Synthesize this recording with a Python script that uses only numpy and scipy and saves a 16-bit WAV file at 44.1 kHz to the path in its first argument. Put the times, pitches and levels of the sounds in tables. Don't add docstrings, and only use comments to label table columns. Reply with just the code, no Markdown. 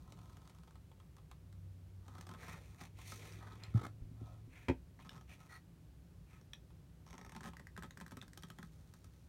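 import sys
import numpy as np
from scipy import signal
from scipy.fft import rfft, irfft, next_fast_len
from scipy.io import wavfile

SR = 44100
rng = np.random.default_rng(int(sys.argv[2]) if len(sys.argv) > 2 else 0)


def generate_wav(signal):
    frames = np.transpose(np.atleast_2d(signal))
    scaled = np.clip(frames, -1, 1) * 32767
    pcm = np.round(scaled).astype(np.int16)
    wavfile.write(sys.argv[1], SR, pcm)


N = 409248
TIME = np.arange(N) / SR
RING_TIME = TIME[:SR // 4]


def amp(db):
    return 10 ** (np.asarray(db) / 20)


def unit_rms(x):
    return x / np.sqrt(np.mean(x ** 2))


def unit_energy(x):
    return x / np.sqrt(np.sum(x ** 2))


def add(out, t, sound):
    start = max(round(t * SR), 0)
    out[start:start + len(sound)] += sound[:N - start]


def decay(t60):
    return np.exp(-np.log(1000) * RING_TIME / t60)


def colour(x, spectrum):
    hz, db = np.transpose(spectrum)
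    octave = np.log2(np.maximum(np.fft.rfftfreq(len(x), 1 / SR), 1))
    outside = np.abs(octave - np.clip(octave, np.log2(hz[0]), np.log2(hz[-1])))
    gain = amp(np.interp(octave, np.log2(hz), db) - 10 * outside)
    return unit_rms(irfft(rfft(x) * gain, len(x)))


def band(x, hz, width):
    low = np.hypot(hz, width / 2) - width / 2
    return unit_rms(signal.sosfilt(signal.butter(2, [low, low + width], "band", fs=SR, output="sos"), x))


def ring(modes, vary_db=4):
    hz, db, t60 = np.transpose(modes)[:, :, None]
    strength = amp(db + vary_db * rng.standard_normal((len(modes), 1)))
    sign = (-1) ** np.arange(len(modes))[:, None]
    return np.sum(sign * strength * decay(t60) * np.sin(2 * np.pi * hz * RING_TIME), axis=0)


def burst(spectrum, t60, rise=0.00024, lumpy_db=0):
    envelope = decay(t60) * (1 - np.exp(-RING_TIME / rise))
    white, lumps = rng.standard_normal((2, len(RING_TIME)))
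    return unit_energy(colour(white * amp(lumpy_db * lumps), spectrum) * envelope)


def forced(drive, response):
    return unit_rms(signal.fftconvolve(drive, response)[:len(drive)])


# t/s, level/dB
RUMBLE_CONTOUR = [(0.2, -63.5), (0.64, -68.5), (4.34, -63.5), (4.51, -67), (7.21, -66), (9.0, -67)]
# f/Hz, level/dB
RUMBLE_SPECTRUM = [(22, -21), (41, -12.5), (65, 5), (79, -6), (93, 1), (117, -6), (170, -3), (207, -17.5),
                   (273, -16), (400, -22), (481, -30.5), (600, -30)]
AIR_SPECTRUM = [(290, -29), (510, -7.5), (640, -15.5), (1200, -17.5), (2900, -21.5), (6640, -25.5),
                (15800, -29)]
def room_noise(rumble_db=-58, swing_share=0.7, air_db=-76):
    contour = np.interp(TIME, *np.transpose(RUMBLE_CONTOUR))
    swing_db = swing_share * (contour - contour.mean())
    rumble = amp(rumble_db + swing_db) * colour(rng.standard_normal(N), RUMBLE_SPECTRUM)
    return rumble + amp(air_db) * colour(rng.standard_normal(N), AIR_SPECTRUM)


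# f/Hz, level/dB, t60/s
WALL_MODES = [(765, 0, .065), (885, -2, .065), (1050, .5, .055), (1160, -4.5, .04), (1280, 2.5, .055),
              (1420, -4, .04), (1940, -7, .028), (2330, -10, .025)]
HOLLOW_MODES = [(165.3, 4.5, 0.22), (209, 1, 0.11), (256, -3, 0.09), (369, -3.5, 0.078), (394, -4.5, 0.064),
                (571, -10.5, 0.045)]
# f/Hz, level/dB
CLACK_SPECTRUM = [(480, 3), (750, 4), (1300, -7.5), (2400, 3), (2800, -2.5), (3300, 2), (4000, -3),
                  (5200, -13.5)]
CASING_SPECTRUM = [(120, 0), (1650, 0.5), (2480, 1), (2850, -3.5), (3500, 0.5), (15800, -4)]
HISS_SPECTRUM = [(2900, -15), (3550, -7.5), (4200, -5), (4950, -11.5), (5900, -4.5), (7100, -8.5),
                 (7900, -12.5), (9300, -8), (10400, -17.5), (11500, -12.5), (15800, -19.5)]
# fastest at t/s, length/s, level/dB, grip (0-1), rasp f/Hz, hiss re stroke/dB
SKIN_STROKES = [(0.187, 1.06, -75.5, 0.59, 840, -6), (2.178, 0.46, -70, 0.65, 1200, -8),
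                (2.467, 0.28, -61.5, 0.36, 1930, -5), (2.487, 0.36, -69, 0.1, 447, -6),
                (2.681, 0.4, -75.5, 0.45, 2096, 0), (2.821, 0.12, -63.5, 0.57, 2170, -1.5),
                (3.235, 0.15, -68, 0, 430, 0), (3.049, 0.24, -68.5, .05, 2330, 3),
                (3.109, 0.18, -73, 0.3, 2210, 14.5), (3.248, 0.35, -67, 0.17, 2090, 0.5),
                (3.35, 1.1, -71, 0.1, 340, -10), (3.466, 0.21, -63, 0.55, 1260, -15),
                (3.641, 0.18, -67, 0.36, 2170, -14), (4.271, 0.28, -70.5, 0.5, 675, -12),
                (4.585, 0.25, -70.5, 0.03, 2110, -5.5), (5.015, 0.047, -71.5, 0.24, 2700, -3),
                (5.316, 0.1, -66.5, 0.1, 2300, -2), (5.423, 0.15, -71.5, 0.73, 2160, -3),
                (5.534, 0.13, -66.5, 0.47, 1800, -3.5), (6.332, 0.17, -74, 0.39, 2100, -5.5),
                (8.853, 1.73, -89.5, 0.78, 1690, 8.5)]
def rubbing(glide_per_s=5500, grip_per_s=240, rise_share=0.43):
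    out = np.zeros(N)
    walls, hollow = ring(WALL_MODES, vary_db=0), ring(HOLLOW_MODES, vary_db=0)
    for peak, length, db, grip, hz, hiss_db in SKIN_STROKES:
        start = peak - rise_share * length
        now = (TIME > start) & (TIME < start + length)
        ramp = np.interp(TIME[now], [start, peak, start + length], [0, 1, 0])
        speed = np.sin(np.pi / 2 * ramp) ** 1.26
        per_s = glide_per_s * (grip_per_s / glide_per_s) ** grip
        shake_db = np.interp(grip, [0, 1], [-5, 4.5])
        catches = skin_catches(per_s)
        drive = catches + amp(-12) * rng.standard_normal(len(catches))
        drive = drive[:next_fast_len(len(speed), True)]
        shell = forced(drive, walls) + amp(-5) * forced(drive, hollow)
        grit = amp(-7) * colour(drive, CLACK_SPECTRUM)
        rasp = colour(band(drive, hz, width=0.59 * hz) + grit, CASING_SPECTRUM)
        hiss = colour(drive, HISS_SPECTRUM)
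        sound = amp(shake_db) * shell + amp(-shake_db) * rasp + amp(hiss_db) * hiss
        out[now] += amp(db) * speed * np.resize(sound, len(speed))
    return out


def skin_catches(per_s, count=1 << 16, spread_db=3.8, clump_db=2.8):
    knots = TIME[:count:SR // 140]
    clumps = np.interp(TIME[:count], knots, rng.standard_normal(len(knots)))
    sizes = amp(spread_db * np.minimum(rng.exponential(1, count), 3) + clump_db * clumps)
    return unit_rms(sizes * rng.choice([-1, 1], count) * (rng.random(count) < per_s / SR))


# f/Hz, level/dB, t60/s
EDGE_MODES = [(1604, 19, 0.011), (1966, 10.5, 0.014), (3220, -8, 0.0061)]
RIB_MODES = [(5590, 0, 0.021), (6380, -2, 0.021)]
# f/Hz, level/dB
CRACK_SPECTRUM = [(600, 7.5), (1400, 8.5), (2800, 3), (4800, 5), (5900, 4), (7600, 3), (9200, 3.5),
                  (10400, -4.5), (11500, -0.5), (15800, -8)]
# t/s, crack tilt/(dB/octave), edge pitch ratio, wall f/Hz, wall/dB, rib/dB
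LOAD_TIMBRE = [(2.2, -1.5, 1, 1130, 27.5, 8), (7.2, -2, 1.154, 990, 26.5, 19.5),
               (7.5, 0.5, 0.98, 990, 26, 11), (7.75, 0, 1, 1040, 23.5, 8), (8.4, 1.3, 0.99, 1200, 23, 8)]
# t/s, snap level/dB, crack level/dB, shell level/dB
SINGLE_SLIPS = [(0.122, -69, -58, -69), (0.369, -66, -63.5, -72), (0.475, -76, -61.5, -78),
                (0.496, -75, -64, -74), (1.1661, -76, -66, -72), (1.3132, -59, -63, -72),
                (1.526, -78, -66.5, -78), (2.081, -63, -61.5, -62.5), (2.151, -64, -64, -63),
                (2.182, -69, -62, -58.5), (2.2103, -65, -53.5, -73), (2.268, -60, -57, -62),
                (2.291, -61, -57.5, -58.5), (2.313, -58, -61, -57), (2.347, -55, -68, -61),
                (2.431, -46, -66, -68), (2.482, -58, -56, -59), (2.5378, -61, -78, -57.5),
                (2.8111, -49.5, -60, -59), (3.1195, -49, -54.5, -61.5), (4.9905, -56, -76, -65),
                (4.999, -60, -72, -65), (5.2105, -64, -68, -65.5), (6.4122, -87, -68, -102),
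                (7.107, -54, -63, -67), (7.129, -52, -60, -62.5), (7.14, -58, -65, -61),
                (7.151, -59, -67, -65), (7.18, -50, -58.5, -60.5), (7.19, -59, -76, -62.5),
                (7.213, -50, -61, -61), (7.248, -51, -61, -62.5), (7.263, -60, -63, -65),
                (7.294, -52, -61, -63.5), (7.32, -52, -59.5, -60), (7.3495, -47, -60, -58),
                (7.363, -54, -56, -54), (7.407, -47.5, -60.5, -58.5), (7.432, -46, -59, -61),
                (7.5682, -44, -60.5, -68), (7.5958, -47, -64, -62), (7.6696, -44, -62, -78),
                (7.765, -44, -61.5, -80), (7.7763, -42, -56.5, -51.5), (7.8238, -41.5, -59, -65),
                (7.833, -45, -58.5, -53), (7.842, -52, -71, -54.5), (7.9075, -47, -60.5, -68),
                (7.9729, -45.5, -58, -63), (8.0013, -46, -60, -72), (8.011, -45, -58.5, -53.5),
                (8.0635, -45.5, -61.5, -67), (8.08, -56, -63.5, -77), (8.1096, -52, -62, -78),
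                (8.1185, -47, -60.5, -56), (8.1695, -51, -56.5, -55.5), (8.2248, -47.5, -61.5, -60.5),
                (8.2802, -54, -63, -72), (8.3328, -52, -61, -76), (8.3745, -48, -54, -60),
                (8.4238, -62, -61, -78), (8.4339, -51, -60, -56.5), (8.485, -67, -67, -80),
                (8.5015, -48.5, -59.5, -56.5), (8.5858, -48.5, -63, -55.5), (8.6281, -46, -60.5, -56.5),
                (8.9379, -67, -62, -67.5), (9.043, -68, -63.5, -68)]
def creaks(pivot_hz=5000, settle_s=0.022, gritty_db=7):
    out = np.zeros(N)
    hz, db = np.transpose(CRACK_SPECTRUM)
    times, *controls = np.transpose(LOAD_TIMBRE)
    for t, snap_db, crack_db, shell_db in list(SINGLE_SLIPS) + slip_runs():
        tilt, pitch, focus_hz, wall_db, rib_db = (np.interp(t, times, c) for c in controls)
        spectrum = np.transpose([hz, db + tilt * np.log2(hz / pivot_hz)])
        snap = amp(14) * unit_energy(ring(np.array(EDGE_MODES) * [pitch, 1, 1]))
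        crack = amp(23) * burst(spectrum, t60=0.019, rise=0.00045, lumpy_db=gritty_db)
        rib = amp(rib_db) * unit_energy(ring(RIB_MODES))
        clack = amp(19) * burst(CLACK_SPECTRUM, t60=0.036, rise=0.00068)
        hollow = amp(32) * unit_energy(ring(HOLLOW_MODES))
        walls = amp(wall_db) * wall_ring(focus_hz, falloff_db=22)
        add(out, t, amp(snap_db) * snap + amp(crack_db) * (crack + rib) + amp(shell_db) * clack)
        add(out, t + 0.001864, amp(shell_db) * (walls + hollow))
        for late in rng.random(size=2):
            catch = burst(spectrum, t60=0.016, lumpy_db=gritty_db) + unit_energy(ring(EDGE_MODES))
            add(out, t + late * settle_s, amp(shell_db + 10) * (1 - late / 2) * catch)
    return out


def wall_ring(focus_hz, falloff_db, vary_db=4):
    hz, db, t60 = np.transpose(WALL_MODES)[:, :, None]
    chance, side = rng.standard_normal((2, len(WALL_MODES), 1))
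    strength = np.sign(side) * amp(db + vary_db * chance - falloff_db * np.log2(hz / focus_hz) ** 2)
    return unit_energy(np.sum(strength * decay(t60) * np.sin(2 * np.pi * hz * RING_TIME), axis=0))


# start t/s, end t/s, rate/Hz, snap level/dB, crack level/dB, shell level/dB
SLIP_RUNS = [(0.15, 0.74, 24, -76, -69.5, -74), (7.058, 7.1, 87, -68, -67.5, -69.5),
             (5.045, 5.075, 141, -65, -71, -67), (5.102, 5.18, 126, -64, -67.5, -67),
             (7.437, 7.489, 135, -49, -61.5, -57)]
def slip_runs(jitter_share=0.12):
    rows = []
    for start, end, per_s, *levels in SLIP_RUNS:
        times = np.arange(start + 0.5 / per_s, end, 1 / per_s)
        for t, (late, scatter_db) in zip(times, rng.standard_normal((40, 2))):
            rows.append((t + jitter_share * late / per_s, *(np.array(levels) + scatter_db)))
    return rows


# t/s, level/dB, wall f/Hz
FINGER_TAPS = [(0.189, -63, 1000), (0.678, -66.5, 990), (0.755, -63.5, 900), (0.9158, -66, 940),
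               (1, -64.5, 940), (1.183, -66, 1290), (1.3135, -57, 1080), (2.338, -56, 1200),
               (2.988, -58, 1320), (3.121, -50.5, 1070), (3.555, -61.5, 1160), (6.705, -71, 1350),
               (7.534, -58.5, 880)]
def taps():
    out = np.zeros(N)
    for t, db, hz in FINGER_TAPS:
        tick = amp(14.5) * burst(CRACK_SPECTRUM, t60=0.012)
        wall = amp(24.5) * wall_ring(hz, falloff_db=12)
        clack = amp(20) * burst(CLACK_SPECTRUM, t60=0.04)
        add(out, t, amp(db) * (tick + wall + clack))
    return out


# t/s, f/Hz, level/dB
DRONE_COURSE = [(1.42, 97, -58), (1.55, 95, -53.5), (1.8, 93, -51), (2.201, 96, -57), (2.75, 98, -61.5),
                (3.099, 101, -55.5), (3.65, 105, -52), (4.249, 110, -55), (4.5, 108, -52.5)]
def drone(gain_db=-2, fade_s=0.022):
    t, hz, db = np.transpose(DRONE_COURSE)
    tone = unit_rms(np.sin(2 * np.pi * np.cumsum(np.interp(TIME, t, hz)) / SR))
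    gate = np.interp(TIME, [t[0] - fade_s, t[0], t[-1], t[-1] + fade_s], [0, 1, 1, 0])
    return amp(np.interp(TIME, t, db) + gain_db) * gate * tone


# ratio to its nominal frequency, level/dB, t60/s
FITTING_MODES = [(.55, -9, .022), (.78, -8, .012), (.98, -1, .019), (1.06, 0, .015), (1.19, -4, .012),
                 (1.77, -7, .016)]
# t/s, level/dB, nominal f/Hz
FITTING_CLICKS = [(2.811, -60, 4600), (3.323, -61, 4860), (3.5217, -64.5, 4000), (3.636, -50.5, 4220),
                  (5.093, -50, 3020), (6.5336, -47, 3220), (7.9083, -59.5, 3780), (8.2145, -50.5, 3410),
                  (8.3742, -56, 3150), (8.434, -54, 3290), (8.502, -58, 3160)]
def fittings(gain_db=23):
    out = np.zeros(N)
    for t, db, hz in FITTING_CLICKS:
        tone = unit_energy(ring(np.array(FITTING_MODES) * [hz, 1, 1]))
        tick = amp(-11) * burst(CRACK_SPECTRUM, t60=0.02, rise=0.001)
        add(out, t, amp(db + gain_db) * (tone + tick))
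    return out


# f/Hz, level/dB
SKID_SPECTRUM = [(200, 7), (600, -7), (760, -1), (1000, -10.5), (1290, 4.5), (1600, -13.5), (2150, -9.5),
                 (2700, -25.5), (3400, -16.5), (4800, -23), (6300, -24.5), (15800, -35)]
# t/s, length/s, level/dB
SKID_JERKS = [(3.739, .008, -55), (3.749, 0.021, -51), (3.768, 0.019, -48.5), (3.787, 0.021, -50),
              (3.81, 0.016, -48), (3.829, 0.019, -46), (3.846, 0.013, -43), (3.863, 0.0097, -44)]
def judder():
    out = np.zeros(N)
    for t, length, db in SKID_JERKS:
        swell = np.sin(np.pi * RING_TIME[RING_TIME < length] / length)
        skid = colour(rng.standard_normal(len(RING_TIME)), SKID_SPECTRUM)[:len(swell)]
        add(out, t, amp(db) * swell * unit_rms(skid))
    return out


def bump(t=3.746, bounce_hz=111, swell_s=0.0075):
    out = np.zeros(N)
    swell = RING_TIME / swell_s * np.exp(1 - RING_TIME / swell_s)
    bounce = -amp(-22.5) * swell * np.sin(2 * np.pi * bounce_hz * RING_TIME)
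    flex = amp(-28) * np.minimum(RING_TIME / 0.002, 1) * ring([(205, 0, 0.075)], vary_db=0)
    hollow = amp(-21) * unit_energy(ring(HOLLOW_MODES))
    add(out, t, bounce + flex + hollow)
    return out


# f/Hz, level/dB, t60/s
BODY_MODES = [(42, -11, .12), (62, -11, 0.14), (100.4, 5, 0.058), (169, -2.5, 0.083), (257.7, 3.5, 0.098),
              (347, 1, 0.068), (536, -5.5, 0.053), (870, -4, 0.036), (984, 0, 0.03), (1450, -14, 0.036),
              (1680, -17, 0.046), (2070, -11, 0.068), (1950, -8, 0.043), (2240, -6, 0.04), (2420, 3, 0.029),
              (3270, -17, 0.05)]
# f/Hz, level/dB
RATTLE_SPECTRUM = [(150, -2), (400, 2), (560, -10), (1000, -4.5), (1450, -9.5), (2350, -2), (2900, -17),
                   (6500, -22), (15800, -34)]
# t/s, level/dB, contact time/s
BODY_BLOWS = [(4.015, -26, 0.023), (4.11, -45, 0.0067), (4.212, -36.5, 0.008), (4.474, -43, 0.0089),
              (4.684, -36.5, 0.00012), (4.695, -30.5, 0.0013), (4.6984, -47.5, 0.00014),
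              (4.709, -35.5, 0.002)]
def knocks():
    out = np.zeros(N)
    for t, db, contact_s in BODY_BLOWS:
        force = RING_TIME / contact_s * np.exp(-2 * np.pi * RING_TIME / contact_s)
        rattle = amp(25) * burst(RATTLE_SPECTRUM, t60=0.045, rise=0.0003)
        response = ring(BODY_MODES, vary_db=1.5) + rattle
        add(out, t, amp(db) * signal.fftconvolve(response, force / force.sum()))
    return out


# f/Hz, level/dB, t60/s
SQUEAK_MODES = [(1276, -4, 0.04), (1935, 0, .055), (4300, -6, 0.024), (9220, -11, .012)]
def squeak(t=5.485, length_s=0.085, level_db=-65.5):
    out = np.zeros(N)
    speed = np.sqrt(RING_TIME / length_s) * (RING_TIME < length_s)
    friction = speed * rng.standard_normal(len(RING_TIME))
    add(out, t, amp(level_db) * forced(friction, ring(SQUEAK_MODES, vary_db=0)))
    return out


def room(x, wet_db=-12, t60=0.14, delay_s=0.006):
    tail = burst([(100, -1), (500, 1), (1200, 1), (3000, 0), (8000, 0.5), (16000, -6.5)], t60)
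    echoes = np.zeros(N)
    add(echoes, delay_s, signal.oaconvolve(x, tail)[:N])
    return x + amp(wet_db) * echoes


def scene():
    background = room_noise() + drone()
    handling = rubbing() + squeak() + fittings() + bump() + judder() + knocks() + taps() + creaks()
    return (background + room(handling))[None]


def record(dry, low_hz=33, high_hz=15900):
    thinned = signal.sosfilt(signal.butter(3, low_hz, "high", fs=SR, output="sos"), dry)
    return signal.sosfilt(signal.ellip(12, 0.1, 80, high_hz, fs=SR, output="sos"), thinned)


dry = scene()
out = record(dry)
generate_wav(out)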